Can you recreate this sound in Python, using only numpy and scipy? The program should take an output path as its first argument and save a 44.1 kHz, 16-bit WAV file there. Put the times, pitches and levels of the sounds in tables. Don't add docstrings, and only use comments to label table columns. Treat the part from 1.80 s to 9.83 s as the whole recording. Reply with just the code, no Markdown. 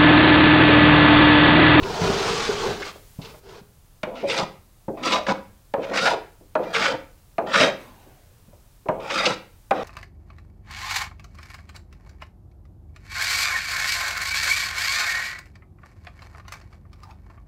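import sys
import numpy as np
from scipy import signal
from scipy.fft import rfft, irfft, next_fast_len
from scipy.io import wavfile
from scipy.ndimage import uniform_filter1d, map_coordinates

SR = 44100
rng = np.random.default_rng(int(sys.argv[2]) if len(sys.argv) > 2 else 0)


def dump(signal):
    limited = np.clip(np.atleast_2d(signal).T, -1, 1)
    pcm = np.round(limited * 32767).astype(np.int16)
    wavfile.write(sys.argv[1], SR, pcm)


N = 354299
TIME = np.arange(N) / SR

# (landing [s], relative knock level [dB], contact brightness [Hz],
# ring of the board [Hz], rocking against the knock [dB], iron touches after [s], lift-off after [s],
# sliding sole halfway [relative dB], skimming iron [relative dB])
STROKES = [(2.232, -16, 2600, 618, -1, 0.11, 0.405, -38.5, -39),
           (3.081, -14, 480, 547, -22, 0.097, 0.33, -33, -34),
           (3.938, -9, 1200, 560, -3.5, 0.053, 0.4, -32.5, -36),
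           (4.753, -6.5, 1300, 629, -4, 0.058, 0.4, -32, -35),
           (5.582, -8.5, 1265, 678, -9, 0.087, 0.32, -30.5, -23),
           (7.086, -7.5, 1220, 625, -10.5, 0.12, 0.44, -32.5, -28),
           (7.9086, -4.5, 1745, 797, -16, 0.028, 0.53, -26.5, -28.5)]
# (delay [s], level against the stroke's rocking [dB],
# highest contact brightness [Hz], ring of the board [Hz])
ROCKING = [(0.039, -2, 600, 513), (0.068, -11.5, 610, 594)]
# (start [s], deepest after [s], length [s], hull [relative dB],
# plane body [relative dB], tearing fibres [relative dB], ring at the start [Hz], ring at the end [Hz])
CUTS = [(2.477, 0.11, 0.16, -26, -24.5, -30, 2290, 1000), (3.232, 0.091, 0.16, -23, -21.5, -26, 1250, 1056),
        (3.472, 0.04, 0.051, -20, -30.5, -34.5, 1290, 1300), (4.143, 0.087, 0.2, -26, -21, -26, 1400, 1300),
        (4.935, 0.052, 0.19, -28.5, -17.5, -27, 1440, 1620),
        (5.734, 0.074, 0.153, -24, -18.5, -24.5, 1470, 1700),
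        (7.311, 0.09, 0.23, -35, -22, -28.5, 1410, 1640)]
# (time [s], relative level [dB], length [s], ring [Hz])
CATCHES = [(0.03, -27.5, 0.0067, 2680), (1.02, -26.5, 0.012, 1700), (1.415, -41.5, 0.018, 3480),
           (1.449, -37.5, 0.01, 3280), (2.354, -42, 0.078, 2500), (2.539, -26, 0.01, 2500),
           (2.499, -21, 0.018, 2660), (2.578, -21.5, 0.01, 3500), (3.235, -26.5, 0.0091, 2820),
           (3.269, -23.5, 0.019, 2770), (3.321, -18.5, 0.016, 3170), (3.36, -23.5, 0.0089, 2200),
           (3.466, -20.5, 0.0038, 1710), (3.486, -19.5, 0.017, 1330), (4.029, -35.5, 0.019, 2130),
           (4.134, -25, .018, 1250), (4.174, -19.5, 0.022, 2200), (4.255, -14.5, 0.025, 1490),
           (4.831, -44.5, 0.016, 3030), (4.946, -18, 0.017, 2260), (5.017, -22, 0.03, 2200),
           (5.052, -15, 0.014, 1580), (5.739, -13.5, .02, 1450), (5.803, -13, 0.011, 2170),
           (5.828, -17, 0.0051, 2180), (7.302, -20.5, 0.0098, 1590), (7.379, -19, 0.0073, 1600),
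           (7.454, -13.5, 0.014, 2970)]
# (time [s], relative level [dB], contact brightness [Hz], ring of the board [Hz])
KNOCKS = [(0.298, -13, 586, 412), (0.689, -21, 500, 430), (1.008, -26, 600, 378), (1.155, -34.5, 700, 410),
          (1.39, -32, 814, 279), (1.54, -37, 1600, 610), (2.425, -21.5, 450, 416), (2.436, -13, 647, 583),
          (2.596, -13, 1740, 534), (4.11, -17.5, 858, 538), (4.328, -12, 960, 685), (4.607, -39, 343, 307),
          (5.809, -6, 1000, 610), (5.872, -11, 1050, 602), (6.263, -39.5, 450, 304), (6.682, -44, 342, 213),
          (6.728, -40.5, 700, 590), (7.057, -23.5, 703, 396), (7.464, -10.5, 875, 504)]
# (time [s], level [dB], dies within [s], pitch [Hz])
GROANS = [(2.435, -17.5, 0.041, 554), (3.385, -27, 0.043, 603), (3.54, -25, 0.012, 527)]
# (time [s], hull boom, plank, rasp [relative dB])
RUB = [(0.0, -29, -37, -44), (0.032, -45, -29, -43), (0.066, -32.5, -28, -37), (0.188, -38.5, -27.5, -31.5),
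       (0.226, -26, -22, -29), (0.406, -38, -25, -26.5), (0.512, -33.5, -27, -25.5),
       (0.66, -45, -37.5, -27), (0.71, -37.5, -20, -31.5), (0.752, -35.5, -33.5, -30),
       (0.854, -37.5, -22, -31), (0.924, -33.5, -29, -34), (0.994, -46.5, -43, -40.5),
       (1.01, -40.5, -39, -40)]
# (start [s], length [s], plank [relative dB], rasp [relative dB])
BRUSHES = [(1.021, 0.09, -43.5, -35.5), (1.122, 0.062, -51, -53), (1.413, 0.1, -46.5, -46),
           (1.506, 0.086, -52, -58), (1.64, 0.165, -42.5, -49)]
# (time [s], relative level [dB], pitch [Hz])
BUMPS = [(0.024, -22.5, 75.4), (0.217, -21, 154), (0.257, -24, 177), (0.299, -18, 193), (0.689, -26.5, 243),
         (1.388, -26, 152), (1.814, -41, 184), (2.236, -27, 205), (2.628, -24.5, 187), (3.083, -22.5, 229),
         (3.302, -39, 200), (6.681, -45, 167.5), (7.09, -24.5, 160)]
# (start [s], length [s], level [dB])
WHISTLES = [(4.78, 0.26, -64), (5.744, 0.63, -66)]

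# (centre [Hz], width [Hz], level [dB])
HULL_MODES = [(145, 68, -12.5), (201, 23, -3.5), (251.2, 20, -6.5), (321, 33, -8), (456, 19, -1.5),
              (525.4, 53, 1.5), (553, 47, 3), (657, 34, -1.5), (752, 89, -6.5), (834, 98, -4),
              (978, 130, -6.5), (1045, 61, -13.5)]
# (centre [Hz], width [Hz], level [dB])
PLANE_MODES = [(1115, 140, -4.5), (1362, 126, 3), (1490, 130, -1.5), (1890, 210, -1.5), (2174, 130, -2),
               (2433, 150, 2), (2890, 440, -6.5), (3130, 240, -1.5)]
# (centre [Hz], width [Hz], level [dB])
PLANK_MODES = [(401, 40, 6.5), (470, 45, 4.5), (603, 190, -6), (953, 170, -5), (1414, 190, -12)]
# (centre [Hz], width [Hz], level [dB])
TICK_MODES = [(1170, 110, -0.5), (2350, 480, 0)]

# (frequency [Hz], level [dB])
TEAR_SPECTRUM = [(300, -47), (1500, -16), (2600, -2), (3200, 0), (3750, 7), (4250, -3), (4750, 1),
                 (6300, -8.5), (8000, -13.5), (10000, -25), (12000, -30), (15500, -34)]
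# (frequency [Hz], level [dB])
RASP_SPECTRUM = [(300, 2), (1200, 8), (1800, 2), (3000, 2.5), (4800, 2), (6500, -4.5), (8000, -11.5),
                 (10000, -21), (15500, -43)]
# (frequency [Hz], level [dB])
BOOM_SPECTRUM = [(30, -27), (65, -1.5), (130, 3.0), (220, 1.0), (300, -13.5), (500, -47)]
# (frequency [Hz], level [dB])
DEEP_SPECTRUM = [(10, -20.5), (22, -4), (36, 4.5), (60, -7.5), (100, -7), (160, -18), (400, -54.5)]
# (frequency [Hz], level [dB])
AIR_SPECTRUM = [(30, -3.5), (100, 4.5), (150, -4), (250, -13), (500, -16.5), (1000, -18.5), (2000, -24.5),
                (5000, -25), (15500, -25)]
# (frequency [Hz], level [dB])
WHOOSH_SPECTRUM = [(100, -6.0), (250, 2), (550, -4.0), (1200, -8), (2500, -12), (8000, -23.5)]
# (frequency [Hz], time to fall 60 dB [s])
BOARD_DECAY = [(150, 0.27), (600, 0.21), (1200, .09), (2500, 0.047), (8000, 0.02)]
# (frequency [Hz], time to fall 60 dB [s])
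SHED_DECAY = [(100, 0.58), (700, 0.36), (2000, 0.4), (5000, 0.31), (12000, 0.37)]

EDGE_S = 0.0084
SLIDE_DELAY_S, PUSH_DB = 0.06, 8.5
SOLE_RING_DB, SOLE_RING_HZ = -21.5, 632
SKIM_RING_HZ = 1350
SKIM_TEAR_DB = -11.5
# (start under the crest [dB], end under the crest [dB])
SKIM_SWELL = (14, 7.1)
HULL_SWELL, BODY_SWELL, TEAR_SWELL = (11, 4.4), (6.5, 12), (6.5, 9)
HULL_LAG_S = 0.035
NODES_DB = 4.2
TICK_DB, TICK_AT_HZ, TICK_DB_PER_OCTAVE = -19.5, 1300, 12.5
CLICK_DB = -22
GROAN_ATTACK_S, GROAN_WAVER = 0.0026, 0.023
RASP_HZ, RASP_HZ_PER_DB = 2780, 66
BRUSH_EDGE_DB, BRUSH_BOOM_DB = 11.5, -9
SHUDDER_DB = -10.5
WHISTLE_HZ = 14115
RUMBLE_DB, RUMBLE_WAVER_DB = -56, 0.5
HISS_DB, HISS_END_S = -56, 1.595
WHOOSH_START_S, WHOOSH_LENGTH_S, WHOOSH_DB, WHOOSH_FADE_DB = 6.015, 0.74, -48, 25
WHOOSH_FROM_HZ, WHOOSH_TO_HZ = 1100, 280
TOP_HZ = 15830


def planing():
    drum, body, tear = effort()
    centre = ring_centre()
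    clumps = amp(2 * wobble(190) + 1.4 * wobble(50))
    fibres = clumps * snaps(9000, spread_db=3.5)
    jolts = clumps * snaps(2200, spread_db=3)
    hull = resonate(butter(jolts, 1700, "low"), HULL_MODES)
    hull = shifting(hull, centre, lift_db=9.5, octaves=0.28, patchy_db=NODES_DB)
    plane = resonate(butter(jolts + fibres, 5000, "low"), PLANE_MODES)
    plane = shifting(plane, centre, lift_db=7, octaves=0.5, patchy_db=NODES_DB)
    mouth = coloured(fibres, TEAR_SPECTRUM)
    mouth = shifting(mouth, centre, lift_db=-10.0, octaves=1.0, patchy_db=NODES_DB)
    return drum * hull + amp(-4.5) * body * plane + amp(-3.0) * tear * mouth


def effort():
    drum, body, tear = np.zeros((3, N))
    for s, *_, touch, lift, slide_db, skim_db in STROKES:
        slide = amp(slide_db) * ramp(s + SLIDE_DELAY_S, s + lift, PUSH_DB, EDGE_S)
        skim_length = lift - touch
        skim = amp(skim_db) * swell(s + touch, skim_length / 2, skim_length, SKIM_SWELL, EDGE_S)
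        drum += slide
        body += skim + amp(SOLE_RING_DB) * slide
        tear += amp(SKIM_TEAR_DB) * skim
    for s, crest, length, hull_db, body_db, tear_db, *_ in CUTS:
        drum = np.hypot(drum, amp(hull_db) * swell(s, crest + HULL_LAG_S, length, HULL_SWELL, EDGE_S))
        body = np.hypot(body, amp(body_db) * swell(s, crest, length, BODY_SWELL, EDGE_S))
        tear = np.hypot(tear, amp(tear_db) * swell(s, crest, length, TEAR_SWELL, EDGE_S))
    return drum, body, tear


def ring_centre():
    points = []
    for s, *_, touch, _lift, _slide_db, _skim_db in STROKES:
        points += [(s + touch - EDGE_S, SOLE_RING_HZ), (s + touch + EDGE_S, SKIM_RING_HZ)]
    for s, _, length, *_, start_hz, end_hz in CUTS:
        points += [(s, start_hz), (s + length, end_hz)]
    return sorted(points)


def catches():
    out, t = np.zeros(N), np.arange(SR // 10) / SR
    for s, db, length, hz in CATCHES:
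        slips = np.cumsum(rng.uniform(0.0029, 0.0031, 24))
        since = t - np.r_[0, slips][np.searchsorted(slips, t)]
        release = np.exp(-np.maximum(t - length, 0) / 0.005)
        cracks = rng.standard_normal(len(t)) * np.exp(-since / 0.003) * release
        ring = unit(cracks) + 0.31 * resonate(cracks, PLANE_MODES)
        burst = butter(resonate(ring, [(hz, 0.49 * hz, 0)]), 6200, "low", order=5)
        burst *= np.sqrt(length * SR / np.sum(burst ** 2))
        add(out, s, amp(db - 3.0) * burst)
    return out


def knocks():
    out, t = np.zeros(N), np.arange(SR // 2) / SR
    for s, db, bright_hz, ring_hz in contacts():
        contact = rng.standard_normal(len(t)) * np.exp(-t / 0.0005)
        boards = butter(tail(BOARD_DECAY), 420, "high")
        boards = unit(butter(boards, bright_hz, "low", order=3))
        phase = 2 * np.pi * np.cumsum(ring_hz * (0.97 + 0.097 * np.exp(-t / 0.0089))) / SR
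        ring = unit(np.sin(phase) * (1 - np.exp(-t / 0.002)) * np.exp(-t / 0.014))
        wood = 0.5 * resonate(contact, HULL_MODES) + 1.15 * boards + 1.1 * ring
        wood *= 1 - np.exp(-t / 0.0031)
        tick = resonate(rng.standard_normal(len(t)) * np.exp(-t / 0.0043), TICK_MODES)
        steel = butter(tick + amp(CLICK_DB) * unit(contact), 5000, "low", order=1)
        tick_db = TICK_DB + TICK_DB_PER_OCTAVE * np.log2(bright_hz / TICK_AT_HZ)
        add(out, s, amp(db - 24.0) * (unit(wood) + amp(tick_db) * steel))
    return out


def contacts():
    rows = list(KNOCKS)
    for s, db, bright_hz, ring_hz, rock_db, *_ in STROKES:
        rows.append((s, db, bright_hz, ring_hz))
        for delay, softer_db, dull_hz, hz in ROCKING:
            rows.append((s + delay, db + rock_db + softer_db, min(dull_hz, bright_hz), hz))
    return rows


def groans():
    out = np.zeros(N)
    drift = 1 + GROAN_WAVER * wobble(120)
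    for s, db, life, hz in GROANS:
        since = np.maximum(TIME - s, 0)
        envelope = (1 - np.exp(-since / GROAN_ATTACK_S)) * np.exp(-(since / life) ** 2)
        out += amp(db) * envelope * np.sin(2 * np.pi * hz * np.cumsum(drift) / SR)
    return out


def rubbing():
    times, *levels = np.transpose(RUB)
    contact = gate(times[0], times[-1], fade=0.024)
    boom, plank, rasp = [contact * amp(np.interp(TIME, times, db)) for db in levels]
    rasp_db = levels[-1]
    centre = np.transpose([times, RASP_HZ + RASP_HZ_PER_DB * (rasp_db - rasp_db.mean())])
    for s, length, brush_plank_db, brush_rasp_db in BRUSHES:
        touch = swell(s, length / 2, length, (BRUSH_EDGE_DB, BRUSH_EDGE_DB), fade=0.02)
        boom = boom + amp(brush_plank_db + BRUSH_BOOM_DB) * touch
        plank = plank + amp(brush_plank_db) * touch
        rasp = rasp + amp(brush_rasp_db) * touch
    grip = amp(wobble(79.26))
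    low = coloured(grip * snaps(1500, spread_db=-2.5), BOOM_SPECTRUM)
    shudder = amp(SHUDDER_DB) * coloured(rng.standard_normal(N), DEEP_SPECTRUM)
    body = resonate(grip * snaps(4000, spread_db=2), PLANK_MODES)
    body = shifting(body, centre, lift_db=6.5, octaves=1, patchy_db=3.0)
    grit = coloured(grip * snaps(9000, spread_db=-2.5), RASP_SPECTRUM)
    grit = shifting(grit, centre, lift_db=0.5, octaves=0.26, patchy_db=2.0)
    return amp(-3.0) * boom * (low + shudder) + amp(-1.5) * plank * body + amp(-0.6) * rasp * grit


def bumps():
    out, t = np.zeros(N), np.arange(SR // 4) / SR
    envelope = (1 - np.exp(-t / 0.0017)) * np.exp(-t / 0.0051)
    for s, db, hz in BUMPS:
        add(out, s, amp(db + 9.5) * np.sin(2 * np.pi * hz * t) * envelope)
    return out


def whistle():
    level = sum(amp(db) * gate(s, s + length, fade=0.008) for s, length, db in WHISTLES)
    return level * np.sin(2 * np.pi * WHISTLE_HZ * TIME)


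def background():
    rumble_level = amp(RUMBLE_DB + RUMBLE_WAVER_DB * wobble(1.7))
    rumble = rumble_level * coloured(rng.standard_normal(N), DEEP_SPECTRUM)
    air = amp(-55.5) * coloured(rng.standard_normal(N), AIR_SPECTRUM)
    hiss = amp(HISS_DB) * gate(0, HISS_END_S, fade=0.01) * unit(rng.standard_normal(N))
    return rumble + air + hiss + whoosh()


def whoosh():
    start, end = WHOOSH_START_S, WHOOSH_START_S + WHOOSH_LENGTH_S
    breath = coloured(rng.standard_normal(N), WHOOSH_SPECTRUM)
    centre = [(start, WHOOSH_FROM_HZ), (end, WHOOSH_TO_HZ)]
    breath = shifting(breath, centre, lift_db=9, octaves=0.3, patchy_db=3)
    fading = ramp(start, end, -WHOOSH_FADE_DB, fade=0.076)
    return amp(WHOOSH_DB - WHOOSH_FADE_DB / 2) * fading * breath


def amp(db):
    return 10 ** (np.asarray(db) / 20)


def unit(x):
    return x / np.sqrt(np.mean(x ** 2) + 1e-20)


def along(points, hz):
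    f, v = np.transpose(points)
    return np.interp(np.log(hz + 1), np.log(f), v)


def wobble(rate):
    knots = rng.standard_normal(int(N * rate / SR) + 4)
    return map_coordinates(knots, [TIME * rate], order=2)


def filtered(x, response):
    m = next_fast_len(len(x) + 8192)
    return irfft(rfft(x, m) * response(np.fft.rfftfreq(m, 1 / SR)), m)[:len(x)]


def coloured(x, spectrum):
    return unit(filtered(x, lambda f: amp(along(spectrum, f))))


def resonate(x, modes):
    def response(f):
        total = 0
        for k, (centre, width, db) in enumerate(modes):
            damping = 1j * f * width
            total = total + (-1) ** k * amp(db) * damping / (centre * centre - f * f + damping)
        return total
    return unit(filtered(x, response))


def butter(x, hz, kind, order=2):
    return signal.sosfilt(signal.butter(order, min(hz, SR / 2 - 1), kind, fs=SR, output="sos"), x)


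def tail(decay):
    hz, t, z = signal.stft(rng.standard_normal(SR // 2), SR, nperseg=256)
    fall_db = -60 * t / along(decay, hz)[:, None]
    x = signal.istft(z * amp(fall_db), SR, nperseg=256)[1][:SR // 2]
    return x / np.linalg.norm(x)


def snaps(rate, spread_db):
    moments = rng.random(N) < rate / SR
    signs = rng.choice([-1, 1], N)
    strengths = amp(spread_db * np.clip(rng.standard_normal(N), -2, 2))
    return unit(moments * signs * strengths)


def shifting(x, centre, lift_db, octaves, patchy_db):
    hz, t, z = signal.stft(x, SR, nperseg=1024)
    away = np.log2((hz[:, None] + 1) / np.interp(t, *np.transpose(centre))) / octaves
    field = uniform_filter1d(rng.standard_normal(z.shape), size=3, axis=0)
    field = unit(uniform_filter1d(field, size=6, axis=1))
    gain = amp(lift_db * np.exp(-away ** 2) + patchy_db * field)
    power = np.mean(abs(z) ** 2, axis=1)
    gain /= np.sqrt(power @ gain ** 2 / power.sum())
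    return signal.istft(z * gain, SR, nperseg=1024)[1][:N]


def gate(start, end, fade):
    return np.clip(1 + np.minimum(TIME - start, end - TIME) / fade, 0, 1)


def ramp(start, end, change_db, fade):
    return gate(start, end, fade) * amp(change_db * np.interp(TIME, [start, end], [-0.5, 0.5]))


def swell(start, crest, length, edges_db, fade):
    away = np.interp(TIME - start, [0, min(crest, length), length + fade], [-1, 0, 1])
    return gate(start, start + length, fade) * amp(-np.where(away < 0, *edges_db) * away ** 2)


def add(track, s, x):
    part = track[max(round(s * SR), 0):][:len(x)]
    part += x[:len(part)]


def scene():
    work = planing() + catches() + knocks() + groans() + rubbing() + bumps()
    gap = round(0.011 * SR)
    shed = np.pad(butter(tail(SHED_DECAY), 7400, "low"), (gap, 0))
    echo = signal.fftconvolve(work, shed)[:N]
    return (work + amp(-10.5) * echo + background() + whistle())[None]


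def record(dry):
    return np.array([filtered(x, lambda hz: hz < TOP_HZ) for x in dry])


dry = scene()
out = record(dry)
dump(out)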